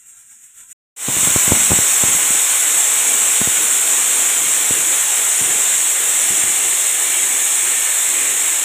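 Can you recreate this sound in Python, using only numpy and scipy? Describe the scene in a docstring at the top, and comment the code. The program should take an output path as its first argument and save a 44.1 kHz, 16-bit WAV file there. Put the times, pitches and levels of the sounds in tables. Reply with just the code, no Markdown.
"""A kitchen, with a mono microphone close to a pressure cooker venting on the stove. Steam first leaks in soft
puffs under the weight valve, half burying two faint squeaks. The sound then drops out for a moment, and when it
returns the full jet blows: a roar and a shrill hiss with narrow whistling resonances, easing as the pressure
falls. Gusts of steam rumble and thump on the microphone; near the end it moves in closer and the resonances
shift."""
import sys
import numpy as np
from scipy import signal
from scipy.fft import rfft, irfft
from scipy.io import wavfile
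from scipy.ndimage import uniform_filter1d

SR = 44100
rng = np.random.default_rng(int(sys.argv[2]) if len(sys.argv) > 2 else 0)


def unload_wav(signal):
    """Save mono or channel-first audio to the path in sys.argv[1] as 16-bit WAV at rate SR, clipped to [-1, 1]."""
    wavfile.write(
        sys.argv[1],
        SR,
        np.round(np.clip(np.atleast_2d(signal).T, -1, 1) * 32767).astype(np.int16),
    )


N = 381024
TIME = np.arange(N) / SR
FRAME, HOP = 8192, 2048
HZ = np.fft.rfftfreq(FRAME, 1 / SR)
FRAME_S = np.arange(N // HOP + 3) * HOP / SR
SILENCE_FROM_S, SILENCE_TO_S = 0.731, 0.962


def gain_of(db):
    """Decibels as an amplitude factor."""
    return 10 ** (np.asarray(db) / 20)


def unit_rms(x):
    """Scales to an rms of one."""
    return x / np.sqrt(np.mean(x ** 2) + 1e-20)


def hump(at_s, half_s):
    """A smooth swell in time, height one."""
    return np.exp(-((TIME - at_s) / half_s) ** 2)


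def bell(hz, width_hz):
    """The shape of one resonance, height one."""
    return 1 / (1 + (2 * (HZ - hz) / width_hz) ** 2)


def resonances(modes):
    """The colour in dB of a set of peaks and nulls."""
    return sum(db * bell(hz, width_hz) for hz, width_hz, db in modes)


def per_frame(curve):
    """A curve in time as a column, one value for each frame."""
    return np.interp(FRAME_S, *np.transpose(curve))[:, None]


def wander(top_hz):
    """Smooth random motion of rms one, rolling off above top_hz."""
    hz = np.fft.rfftfreq(N, 1 / SR)
    return unit_rms(irfft(rfft(rng.standard_normal(N)) / (1 + (hz / top_hz) ** 4), N))


def turbulence(spectrum, colour_db=0):
    """Flow noise of rms one with a given spectral shape and a changing colour on top."""
    hz, db = np.transpose(spectrum)
    shape_db = np.interp(np.log(HZ + 1), np.log(hz + 1), db)
    real, imaginary = rng.standard_normal((2, len(FRAME_S), len(HZ)))
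    frames = (real + 1j * imaginary) * gain_of(shape_db + colour_db)
    _, noise = signal.istft(frames.T, nperseg=FRAME, noverlap=FRAME - HOP)
    return unit_rms(noise[:N])


def wall_ripple(depth_db, count=5):
    """Reflections from wall and lid colour the steam with a fine ripple that drifts slowly all the time."""
    combs = unit_rms(uniform_filter1d(rng.standard_normal((count, len(HZ))), size=3, axis=1))
    place = np.linspace(0, count - 1, len(FRAME_S))[:, None]
    blend = np.sqrt(np.maximum(1 - abs(place - np.arange(count)), 0))
    return depth_db * blend @ combs


def eddies(depth_db):
    """Short-lived patches of colour, about 200 Hz wide, as eddies pass through the steam."""
    patches = uniform_filter1d(rng.standard_normal((len(FRAME_S), len(HZ))), size=40, axis=1)
    return depth_db * unit_rms(patches)


# Moving air right at the microphone: frequency_hz, relative_db
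RUMBLE_SPECTRUM = [(20, -26), (60, -10), (110, -2.5), (220, 0), (400, -11), (1000, -8), (2500, -48)]
# Gusts of steam that hit the microphone: start_s, push_peak_db, wake_db, wake_decay_s
STEAM_GUSTS = [(1.085, -13, -29.5, .025), (1.167, -18, -35, .03), (1.231, -16, -40, .02),
               (1.273, -12, -27, 0.012), (1.307, -19, -41, .015), (1.361, -4.5, -33, .012),
               (1.479, -11, -33, .015), (1.52, 1, -26, .012), (1.532, -13, -37, .06), (1.707, -9, -27, .02),
               (1.718, -4.5, -27.5, .02), (1.732, -10, -40, .03), (1.788, -9, -34, .015),
               (2.037, -8.5, -37, .03), (2.085, -24, -36, .04), (2.15, -21, -41, .02),
               (2.306, -18.5, -34, .03), (3.415, -10.5, -27, 0.015), (3.474, -11, -36, .015),
               (4.709, -13.5, -42, .05), (5.413, -21, -38, .09), (6.304, -24, -37, .04),
               (6.438, -23, -36.5, .035)]


def air_rumble(wake_rise_s=0.0053):
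    """Air rumbles on the microphone: the first cloud of steam, a light draught and each gust's wake."""
    cloud = gain_of(-39) * hump(at_s=1.5, half_s=0.32)
    draught = gain_of(-64) + gain_of(-54.5) * hump(at_s=4.34, half_s=0.75)
    lumps_db = 7 * np.tanh(wander(top_hz=8))
    strength = cloud * gain_of(lumps_db / 2) + draught * gain_of(lumps_db)
    strength *= TIME > STEAM_GUSTS[0][0]  # still air until the first gust
    for start_s, _, wake_db, decay_s in STEAM_GUSTS:
        # the wake builds just ahead of the push and dies away behind it
        fade = np.maximum((start_s - TIME) / wake_rise_s, (TIME - start_s) / decay_s)
        strength += gain_of(wake_db) * np.exp(-np.minimum(fade, 20))
    ragged_db = 2.5 * wander(top_hz=80)
    return turbulence(RUMBLE_SPECTRUM) * strength * gain_of(ragged_db)


def gust_thumps(bass_cut_hz=90, bass_cut_q=1.27, decay_s=0.00047, edge_hz=650):
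    """Each gust is one short push of pressure; the microphone's bass cut makes it swing back."""
    t = np.arange(4096) / SR
    push = (1 - np.exp(-2 * np.pi * edge_hz * t)) ** 3 * np.exp(-t / decay_s)
    omega = 2 * np.pi * bass_cut_hz
    bass_cut = signal.bilinear([1, 0, 0], [1, omega / bass_cut_q, omega ** 2], SR)
    thump = signal.lfilter(*bass_cut, push)
    thump /= abs(thump).max()
    thumps = np.zeros(N)
    for start_s, peak_db, *_ in STEAM_GUSTS:
        start = round(start_s * SR)
        thumps[start:start + len(thump)] += gain_of(peak_db) * thump
    return thumps


# Two faint tones near 1 kHz: middle_s, half_length_s, pitch_hz, level_db
FAINT_SQUEAKS = [(.33, .02, 885, -68), (.64, .04, 1000, -65)]


def squeaks(waver=0.025):
    """Short wavering tones, half buried in the leak."""
    wavering_s = np.cumsum(1 + waver * wander(top_hz=90)) / SR
    return sum(gain_of(db) * hump(at_s, half_s) * np.sin(2 * np.pi * hz * wavering_s)
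               for at_s, half_s, hz, db in FAINT_SQUEAKS)


# The leak from close by, its hiss and its lower body: frequency_hz, relative_db
LEAK_HISS_SPECTRUM = [(2820, -71), (4800, -44), (5040, -32), (5560, -17), (6040, -19), (6660, -5.5),
                      (7740, -1), (8580, -3.5), (9460, -14), (10200, -13), (11400, -21), (13000, -16),
                      (15400, -23)]
LEAK_BODY_SPECTRUM = [(30, -16), (90, -11), (170, -18.5), (400, -24), (620, -27), (980, -19), (1200, -21),
                      (1380, -8.5), (2300, -11), (3000, -13.5), (3850, -16.5), (4700, -33), (6100, -64)]
# Puffs that escape as the weight rocks: middle_s, half_length_s, hiss_db, body_db
LEAK_PUFFS = [(.092, .022, -46, -65), (.19, 0.051, -50, -65), (0.322, 0.038, -49, -67),
              (.445, .026, -48, -66), (.6, 0.041, -43.5, -56), (.722, 0.029, -40, -56)]


def leak(seep_hiss_db=-47.5, seep_body_db=-61.5):
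    """Steam seeps and sputters through the narrow gap under the seated weight."""
    hiss_gain, body_gain = gain_of(seep_hiss_db), gain_of(seep_body_db)
    for at_s, half_s, hiss_db, body_db in LEAK_PUFFS:
        puff = hump(at_s, half_s)
        hiss_gain += gain_of(hiss_db) * puff
        body_gain += gain_of(body_db) * puff
    colour_db = wall_ripple(depth_db=3.5) + eddies(depth_db=2.0)
    hiss = hiss_gain * turbulence(LEAK_HISS_SPECTRUM, colour_db)
    body = body_gain * turbulence(LEAK_BODY_SPECTRUM, colour_db)
    sputter_db = 0.6 * wander(top_hz=70)
    return (hiss + body) * gain_of(sputter_db) * (TIME < SILENCE_TO_S)


# Peaks and nulls at the microphone's first position, then closer in: pitch_hz, width_hz, lift_db
FIRST_RESONANCES = [(2040, 40, 3.5), (2320, 24, 4), (2885, 34, 5), (3181, 24, 4), (3741, 20, 4.5),
                    (4247, 20, 4), (5109, 18, 4.5), (5432, 14, 5), (5625, 16, 6.5), (5905, 20, 9.5),
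                    (6401, 16, 4), (6508, 22, 4), (6660, 70, -3), (6745, 18, 8.5), (6835, 30, -4),
                    (6997, 20, 6.5), (7080, 40, -5.5), (7394, 22, 6.5), (7600, 34, -5), (7667, 32, 5.5),
                    (7722, 24, -4.5), (7811, 28, 3), (7922, 22, 4), (8059, 24, 3), (8475, 40, -4),
                    (8540, 18, 5), (8779, 20, 4), (9695, 18, 4.5), (10902, 20, 6)]
CLOSER_RESONANCES = [(1798, 63, 4), (1870, 82, -2), (2130, 53, 2), (2300, 140, 5), (2705, 40, 3),
                     (3240, 28, 1), (7250, 23, -3), (8180, 37, 7)]
# The microphone moves in, then a little back: time_s, closeness_fraction
MICROPHONE_MOVE = [(6.0, 0), (6.7, .5), (7.3, 1), (7.9, 1), (8.6, .65)]
# Broad bands in which the first, wet steam sizzles: centre_hz, width_hz, lift_db
SPRAY_BANDS = [(1120, 680, 2), (5940, 1500, 3.5), (14700, 2000, 3)]
# The steam dries as the blast goes on: time_s, wetness_fraction
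STEAM_WETNESS = [(1, 1), (2, 0.7), (2.7, 0.23), (6, 0)]


def jet_colour():
    """Resonances between valve, lid and wall, wet spray and eddies colour the jet, in dB per frame."""
    closeness = per_frame(MICROPHONE_MOVE)
    colour_db = (1 - closeness) * resonances(FIRST_RESONANCES)
    colour_db += closeness * resonances(CLOSER_RESONANCES)
    colour_db += per_frame(STEAM_WETNESS) * resonances(SPRAY_BANDS)
    colour_db += wall_ripple(depth_db=1.7 * (1 + closeness / 4)) + eddies(depth_db=1.2)
    # the plume sways, and its low rush ebbs and swells
    sway_db = np.interp(FRAME_S, TIME, 3.5 * wander(top_hz=4)) - 0.5
    return colour_db + np.outer(sway_db, bell(hz=250, width_hz=320))


# The open jet at close range, its roar, shrill hiss and top fizz: frequency_hz, relative_db
ROAR_SPECTRUM = [(60, -39), (160, -19.5), (230, -12), (310, -5), (450, -4.5), (800, -3.5), (1200, -3),
                 (2200, 1.5), (2600, 0), (3600, 0), (4300, -7.5), (4750, -18), (6200, -48)]
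HISS_SPECTRUM = [(4000, -43), (4800, -38.5), (5150, -20.5), (5750, -15.5), (6080, -15), (6400, -10),
                 (7100, -1), (7900, 0), (8450, -2.5), (8950, -4), (9300, -15.5), (10000, -35), (12000, -68)]
FIZZ_SPECTRUM = [(8000, -22), (9400, -1), (10000, 4.5), (11000, 1.5), (11400, -1.5), (12200, 0), (12900, 0),
                 (13300, -2), (13850, -11), (14200, -10), (14700, 1), (15400, -4)]


def jet(lift_at_s=0.95, lift_s=0.28):
    """The weight lifts and the jet opens evenly; roar, hiss and fizz ease as the pressure falls."""
    age_s = np.maximum(TIME - lift_at_s, 0)
    opening = np.minimum(age_s / lift_s, 1)
    colour_db = jet_colour()
    sputter_db = 0.36 * wander(top_hz=35)
    # the hiss dips and swells as the plume swings
    swing_db = 1.1 * (hump(at_s=6.38, half_s=0.17) - hump(at_s=6.043, half_s=0.082))
    swing_db += 0.16 * wander(top_hz=6)
    # each band sags from its own level at its own rate in dB per second
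    roar = gain_of(-24 - 0.2635 * age_s + sputter_db) * turbulence(ROAR_SPECTRUM, colour_db)
    hiss = gain_of(-14.5 - 0.2666 * age_s + swing_db) * turbulence(HISS_SPECTRUM, colour_db)
    fizz = gain_of(-22 - 0.43 * age_s) * turbulence(FIZZ_SPECTRUM, colour_db)
    flutter_db = 0.22 * wander(top_hz=150)  # the weight trembles on the jet
    return (roar + hiss + fizz) * opening * gain_of(flutter_db)


def scene():
    """All sources meet at one microphone beside the stove, the same on both channels."""
    mono = leak() + squeaks() + jet() + air_rumble() + gust_thumps()
    return np.array([mono, mono])


def record(dry, fade_s=0.0038, ceiling=0.97, top_hz=15520):
    """The sound drops out just before the jet, the hardest gust overloads, and the top treble is cut."""
    outside_silence_s = np.maximum(SILENCE_FROM_S - TIME, TIME - SILENCE_TO_S)
    gate = np.clip(outside_silence_s / fade_s, 0, 1)
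    clipped = np.clip(dry * gate, -ceiling, ceiling)
    low_pass = signal.firwin(1023, top_hz, window=("kaiser", 9), fs=SR)
    return signal.oaconvolve(clipped, low_pass[None], "same")


dry = scene()
out = record(dry)
unload_wav(out)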